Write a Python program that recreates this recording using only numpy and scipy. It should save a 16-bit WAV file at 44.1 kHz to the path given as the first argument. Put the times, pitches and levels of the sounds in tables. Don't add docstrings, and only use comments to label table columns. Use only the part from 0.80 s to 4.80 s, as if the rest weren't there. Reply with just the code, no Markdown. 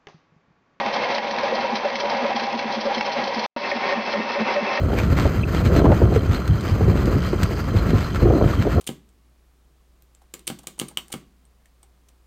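import sys
import numpy as np
from scipy import signal
from scipy.fft import rfft, irfft
from scipy.io import wavfile
from scipy.ndimage import uniform_filter1d

SR = 44100
rng = np.random.default_rng(int(sys.argv[2]) if len(sys.argv) > 2 else 0)


def generate_wav(signal):
    frames = np.transpose(np.atleast_2d(signal))
    scaled = np.clip(frames, -1, 1) * 32767
    pcm = np.round(scaled).astype(np.int16)
    wavfile.write(sys.argv[1], SR, pcm)


N = 176400
LEAVE_DRUM_S, REACH_DRAIN_S = 2.662, 2.763
TURN_HZ, FIRST_SLIP_S = 4.721, 2.914
SLIP_TIMES_S = FIRST_SLIP_S + np.arange(6) / TURN_HZ
# freq_hz, gain_db
CRACK_EQ = [(300, -17), (800, 2), (1400, -1), (2300, 7.5), (3000, -8), (4500, 0.5), (6200, -13)]


def grinding(rattle_eq, rattle_db, metalwork, pressure_db):
    chatter_hz, chatter_depth = 58.7, 0.084
    chatter_cycles = np.cumsum(chatter_hz * (1 + .02 * walk(5.02))) / SR
    shake = 1 + chatter_depth * np.cos(2 * np.pi * chatter_cycles)
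    force = shake * undb(pressure_db + 1.76 * walk(45))
    rattle = colour(force * contacts(per_s=4500, spread_db=2), rattle_eq)
    ringing = modes(force * contacts(per_s=4500, spread_db=2), metalwork)
    return undb(rattle_db) * room(rattle) + ringing


def drum_grind():
    # freq_hz, gain_db
    rattle_eq = [(30, -30), (65, -26), (97, -36.5), (146, -16), (178, -17.5), (221, -0.5), (246, -6),
                 (274, -14.5), (450, -9), (559, 1), (678, -7), (806, 0.5), (900, -3), (1330, -15),
                 (2130, -10.5), (2650, -14), (2820, -21.5), (3220, -17), (5290, -28), (5890, -63),
                 (7000, -54)]
    # pitch_hz, width_hz, level_db
    metalwork = [(497.3, 11, -42), (564, 29, -36.5), (628, 23, -43.5), (716, 9, -42), (800, 12, -35),
                 (902, 20, -50), (958.6, 15, -35), (1023, 12, -43), (1652, 40, -44), (1800, 13, -55),
                 (1906, 9, -46), (2120, 47, -43), (2660, 11, -44), (3060, 28, -52), (3270, 6.4, -58.5),
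                 (4090, 47, -57.5)]
    # time_s, relative_db
    load = [(0, 7), (.03, -2.5), (.08, 0.5), (.14, -0.5), (.22, 5), (.32, 2.5), (.42, -1), (.52, 0),
            (.62, 2), (.93, -0.5), (1.0, -0.5), (1.05, -1), (1.12, -2.5), (1.28, -0.5), (1.33, 2),
            (1.52, -0.5), (1.7, -2.5), (1.9, 0.5), (2.22, -0.5), (2.33, 1), (2.41, 4.5), (2.48, -1.5),
            (2.64, 1.5)]
    pressure_db = np.interp(clock(), *np.array(load).T)
    return grinding(rattle_eq, rattle_db=-27, metalwork=metalwork, pressure_db=pressure_db)


def drain_grind():
    # freq_hz, gain_db
    rattle_eq = [(30, -36), (65, -26), (97, -31.5), (160, -20.5), (216, -5.5), (274, -14), (395, -5.5),
                 (440, -10), (571, -1.5), (664, -6.5), (938, -3.5), (1000, -12), (1070, -9), (1510, -13),
                 (1830, -13), (2480, -12.5), (2750, -25), (2950, -20), (5170, -34), (7000, -59.5)]
    # pitch_hz, width_hz, level_db
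    metalwork = [(575, 12, -42.5), (702, 18, -52), (782, 13, -41), (880, 17, -52), (947.4, 13, -39),
                 (1047.5, 13, -40.5), (1838, 13, -41), (2068, 24, -42.5), (2216, 27, -43.5),
                 (2630, 22, -44.5), (2636, 26, -48), (3310, 24, -50), (5000, 25, -69)]
    # time_s, relative_db
    load = [(2.77, -4.5), (2.8, -5.5), (2.9, -0.5), (3.0, -1.5), (3.06, -0.5), (3.22, -1), (3.32, -1),
            (4.0, -0.8)]
    release = sum(swell(at + .03, attack_s=0.024, decay_s=0.018) for at in SLIP_TIMES_S)
    pressure_db = np.interp(clock(), *np.array(load).T) - 3.5 * release
    return grinding(rattle_eq, rattle_db=-29, metalwork=metalwork, pressure_db=pressure_db)


def thumps():
    # peak_s, relative_db, pitch_hz
    whips = [(0.077, -28.5, 224), (0.197, -27.5, 225), (0.528, -29, 220), (.596, -33.5, 234),
             (.735, -21, 225), (0.802, -29.5, 228), (0.938, -22.5, 231), (1.152, -29.5, 232),
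             (1.359, -25.5, 234), (1.438, -20.5, 233), (1.563, -22, 233), (1.644, -26, 227),
             (1.759, -21.5, 225), (1.863, -24, 227), (1.912, -31, 219), (1.982, -22.5, 226),
             (2.062, -26, 226), (2.186, -22, 231), (2.4, -24, 237), (2.437, -25.5, 214),
             (2.584, -20.5, 229), (2.768, -23.5, 243), (2.971, -24.5, 228), (3.186, -22, 223),
             (3.284, -26.5, 228), (3.374, -22, 214), (3.405, -20.5, 222), (3.46, -31, 223),
             (3.62, -14, 221), (3.832, -19.5, 225)]
    # freq_hz, gain_db
    rub_eq = [(70, -35.5), (130, -18), (170, -3), (230, 7), (290, 1), (390, 3), (600, -3), (1200, -11),
              (2500, -39.5)]
    length_s = 0.017
    hits = [(*whip, length_s) for whip in whips]
    return blows(hits, rub_eq, rough=0.68, lead_s=0.0044, sag=0.065, waver=0.039, gain_db=-5.5)


def knocks():
    # peak_s, relative_db, pitch_hz,
    # length_s
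    hits = [(.078, -20.5, 805, 0.023), (.168, -21, 817, .009), (.234, -30, 574, 0.0055),
            (.287, -24, 804, 0.0068), (.314, -33, 535, 0.0072), (.641, -16.5, 564, 0.0093),
            (.733, -23.5, 542, 0.02), (.795, -22, 795, 0.011), (.835, -24.5, 541, 0.026),
            (.853, -20.5, 938, .01), (.925, -23.5, 814, 0.017), (1.045, -25.5, 790, 0.0086),
            (1.06, -15, 567, 0.0098), (1.246, -22, 573, 0.025), (1.312, -24, 908, .014),
            (1.457, -16.5, 564, .011), (1.515, -19.5, 780, 0.007), (1.572, -20, 810, 0.011),
            (1.645, -27, 797, 0.011), (1.685, -22.5, 790, .008), (2.072, -18.5, 562.5, 0.014),
            (2.115, -22, 804, 0.013), (2.18, -21.5, 536, 0.0072), (2.225, -27, 804, 0.019),
            (2.287, -19.5, 563, 0.012), (2.372, -23, 580, .008), (2.489, -20.5, 551, .013),
            (2.768, -23, 587, 0.007), (2.932, -26, 567, 0.022), (3.133, -21, 568, 0.014),
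            (3.351, -19, 569, 0.012), (3.571, -19.5, 575, 0.014), (3.781, -17.5, 581, .018),
            (3.991, -20, 574, 0.0079)]
    # freq_hz, gain_db
    rub_eq = [(200, -24.5), (400, -5), (560, -2), (680, -5.5), (800, -1), (1100, -8.5), (2200, -19),
              (4000, -36.5)]
    return blows(hits, rub_eq, rough=0.69, lead_s=0.0075, sag=0.0033, waver=0.052, gain_db=-2.0)


def blows(hits, rub_eq, rough, lead_s, sag, waver, gain_db):
    t, out = clock(), np.zeros(N)
    rub = colour(rng.standard_normal(N), rub_eq)
    drift = waver * walk(90)
    for (at, db, hz, length_s), phase in zip(hits, rng.random(len(hits))):
        arch = 1 - np.hypot(1, (t - at) / length_s)
        cycles = hz * (t - at + sag * length_s * arch) + drift
        tone = np.sqrt(2) * np.sin(2 * np.pi * (cycles + phase)) * np.exp(2.0 * arch)
        scuff = rough * rub * swell(at - lead_s, length_s, 0.51 * length_s)
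        out += undb(db + gain_db) * (tone + scuff)
    return out


def drum_clanks():
    # start_s, level_db
    hits = [(.061, -23), (.382, -22.5), (1.792, -24.5), (2.209, -18)]
    # pitch_hz, width_hz, gain_db
    partials = [(840, 30, 2.5), (962, 57, -8.5), (1650, 70, -8), (2020, 70, -12.5), (2240, 73, 0),
                (2380, 90, -6), (2690, 52, -4.5)]
    return clanks(hits, partials, crack_db=1.5)


def rim_clanks():
    # start_s, level_db
    hits = [(2.915, -18), (3.125, -20.5), (3.195, -32), (3.338, -24), (3.373, -24.5), (3.419, -33),
            (3.548, -28), (3.588, -26.5), (3.762, -21), (3.862, -27), (3.975, -19)]
    # pitch_hz, width_hz, gain_db
    partials = [(589, 25, -2.5), (1857, 29, -0.5), (2090, 45, -10), (2216.4, 71, -2.5), (2330, 55, -11),
                (2510, 49, -12), (3270, 50, -15.5)]
    return clanks(hits, partials, crack_db=-12)


def clanks(hits, partials, crack_db):
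    t, out = clock(), np.zeros(N)
    crack = colour(rng.standard_normal(N), CRACK_EQ)
    for (at, db), phases in zip(hits, rng.random((len(hits), len(partials)))):
        span = (t >= at) & (t < at + .2)
        dt = t[span] - at
        tone = sum(undb(gain_db) * np.exp(-np.pi * width * dt) * np.sin(2 * np.pi * (hz * dt + phase))
                   for (hz, width, gain_db), phase in zip(partials, phases))
        out[span] += undb(db) * (tone + undb(crack_db) * crack[span] * np.exp(-dt / 0.0035))
    return out


def scrapes():
    # time_s, relative_db
    rasps = [(0.145, -26.5), (.236, -38), (.315, -30.5), (.353, -26.5), (0.514, -32), (0.757, -29.5),
             (.811, -34), (0.963, -25.5), (1.084, -46), (1.16, -27.5), (1.209, -25), (1.304, -29),
             (1.567, -28), (1.601, -31), (1.639, -31), (1.795, -30), (1.929, -30.5), (1.955, -32),
             (2.015, -29.5), (2.061, -33), (2.153, -25.5), (2.185, -34.5), (2.214, -38), (2.263, -29.5),
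             (2.329, -29), (2.445, -28.5), (2.481, -31), (2.55, -30), (2.599, -28), (2.644, -31)]
    sliding_db = -47.5
    force = sum(undb(db) * swell(at - .004, attack_s=0.0049, decay_s=0.012) for at, db in rasps)
    return undb(-1.5) * room((force + undb(sliding_db)) * coils(grains_per_s=4300, ring_db=1.0))


def rim_rub():
    press_db, steady_db = -36, -44
    press = sum(swell(at - .008, attack_s=0.046, decay_s=0.01) for at in SLIP_TIMES_S)
    flutter = undb(1.6 * walk(260) + .7 * walk(35))
    force = (undb(press_db) * press + undb(steady_db)) * flutter
    return force * coils(grains_per_s=2400, ring_db=-6.0)


def coils(grains_per_s, ring_db):
    # freq_hz, gain_db
    hiss_eq = [(500, -27), (1500, 6.5), (2800, -0.5), (4200, 6), (5300, 5.5), (6000, -19), (7000, -37.5)]
    # pitch_hz, width_hz, relative_db
    partials = [(3135, 43, 4), (3322, 22, 2.5), (3430, 24, -7.5), (4010, 63, 0), (4145, 100, 0.5),
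                (4520, 60, -8), (4320, 26, 0), (4820, 21, -6), (5500, 42, -16.5), (5190, 70, -1.5),
                (5770, 13, -3.5)]
    grit = contacts(grains_per_s, spread_db=-0.1)
    return unit(colour(grit, hiss_eq) + undb(ring_db) * unit(modes(grit, partials)))


def slides():
    # peak_s, level_db, pitch_hz, length_s, glide_hz_per_s
    notes = [(.085, -28, 625, 0.025, -4500), (0.262, -30.5, 712, 0.026, 4506),
             (0.703, -26.5, 654, 0.017, -9000), (0.742, -24, 588, 0.014, 6505),
             (1.487, -31.5, 680, 0.014, 5501)]
    t, out = clock(), np.zeros(N)
    drift, flutter = 0.082 * walk(200), undb(2 * walk(270))
    for at, db, hz, length_s, glide in notes:
        dt = t - at
        cycles = hz * dt + glide * dt ** 2 / 2 + drift
        out += undb(db) * np.exp(-(dt / length_s) ** 2 / 2) * np.sin(2 * np.pi * cycles)
    return out * flutter


def ticks():
    # start_s, relative_db
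    accents = [(0.208, -17), (0.235, -22), (0.304, -19), (0.3441, -16), (0.5107, -11.5), (0.5634, -17),
               (0.5856, -12.5), (0.6097, -15), (0.6337, -16), (0.6669, -26), (0.8104, -22), (0.8504, -33),
               (0.955, -12), (1.156, -13), (1.2008, -15.5), (1.297, -20), (1.465, -16), (1.5973, -13),
               (1.7273, -14.5), (2.1804, -17.5), (2.3744, -21), (2.414, -25), (2.4444, -22), (2.5451, -20)]
    small_per_s, small_db, accent_gain_db, decay_s = 170, -40, -8.5, 0.0023
    small = (rng.random(N) < small_per_s / SR) * rng.uniform(0.26, 1, N)
    sharp = np.zeros(N)
    for at, db in accents:
        sharp[int(at * SR)] = undb(db + accent_gain_db)
    fade = lambda hits: signal.lfilter([1], [1, -np.exp(-1 / (decay_s * SR))], hits)
    envelope = undb(small_db) * unit(fade(small)) + fade(sharp)
    return envelope * colour(rng.standard_normal(N), CRACK_EQ)


def room(x):
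    t60_s, wet_gain = 0.25, undb(-12.5)
    t = clock()[:SR // 2]
    tail = rng.standard_normal(len(t)) * np.exp(-np.log(1000) * t / t60_s) * (t > .003)
    wet = signal.fftconvolve(x, tail / np.linalg.norm(tail))[:N]
    return (x + wet_gain * wet) / np.hypot(1, wet_gain)


def contacts(per_s, spread_db):
    hit = rng.random(N) < per_s / SR
    polarity = np.sign(rng.standard_normal(N))
    strength = undb(spread_db * np.minimum(rng.exponential(size=N), 5))
    return unit(hit * polarity * strength)


def modes(x, partials):
    out = sum(undb(db) * ring(x, hz, width) for hz, width, db in partials)
    return signal.sosfilt(signal.butter(2, 330, "high", fs=SR, output="sos"), out)


def ring(x, hz, width_hz):
    r = np.exp(-np.pi * width_hz / SR)
    return unit(signal.lfilter([1, 0, -1], [1, -2 * r * np.cos(2 * np.pi * hz / SR), r * r], x))


def colour(x, eq):
    hz, db = np.array(eq, float).T
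    freqs = np.maximum(np.fft.rfftfreq(N, 1 / SR), 1)
    gain = undb(np.interp(np.log(freqs), np.log(hz), db))
    return unit(irfft(rfft(x) * gain, N))


def swell(at, attack_s, decay_s):
    dt = clock() - at
    return np.exp(np.minimum(dt / attack_s, -dt / decay_s))


def walk(rate_hz):
    hold = max(int(SR / rate_hz), 1)
    steps = rng.standard_normal(N)[np.arange(N) // hold]
    return unit(uniform_filter1d(uniform_filter1d(steps, hold), hold))


def undb(db):
    return 10 ** (np.asarray(db) / 20)


def unit(x):
    return x / np.sqrt(np.mean(x ** 2) + 1e-20)


def clock():
    return np.arange(N) / SR


def scene():
    drum = drum_grind() + ticks() + scrapes() + slides() + drum_clanks()
    drain = drain_grind() + rim_rub() + rim_clanks()
    return (np.where(clock() < LEAVE_DRUM_S, drum, drain) + thumps() + knocks())[None]


def record(dry):
    ceiling, top_hz = 0.3, 6200
    t = clock()
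    gate = uniform_filter1d(((t < LEAVE_DRUM_S) | (t > REACH_DRAIN_S)) * 1., size=40)
    rounded = ceiling * np.tanh(dry / ceiling)
    gated = rounded * np.maximum(gate, undb(-70))
    return signal.sosfilt(signal.butter(24, top_hz, fs=SR, output="sos"), gated)


dry = scene()
out = record(dry)
generate_wav(out)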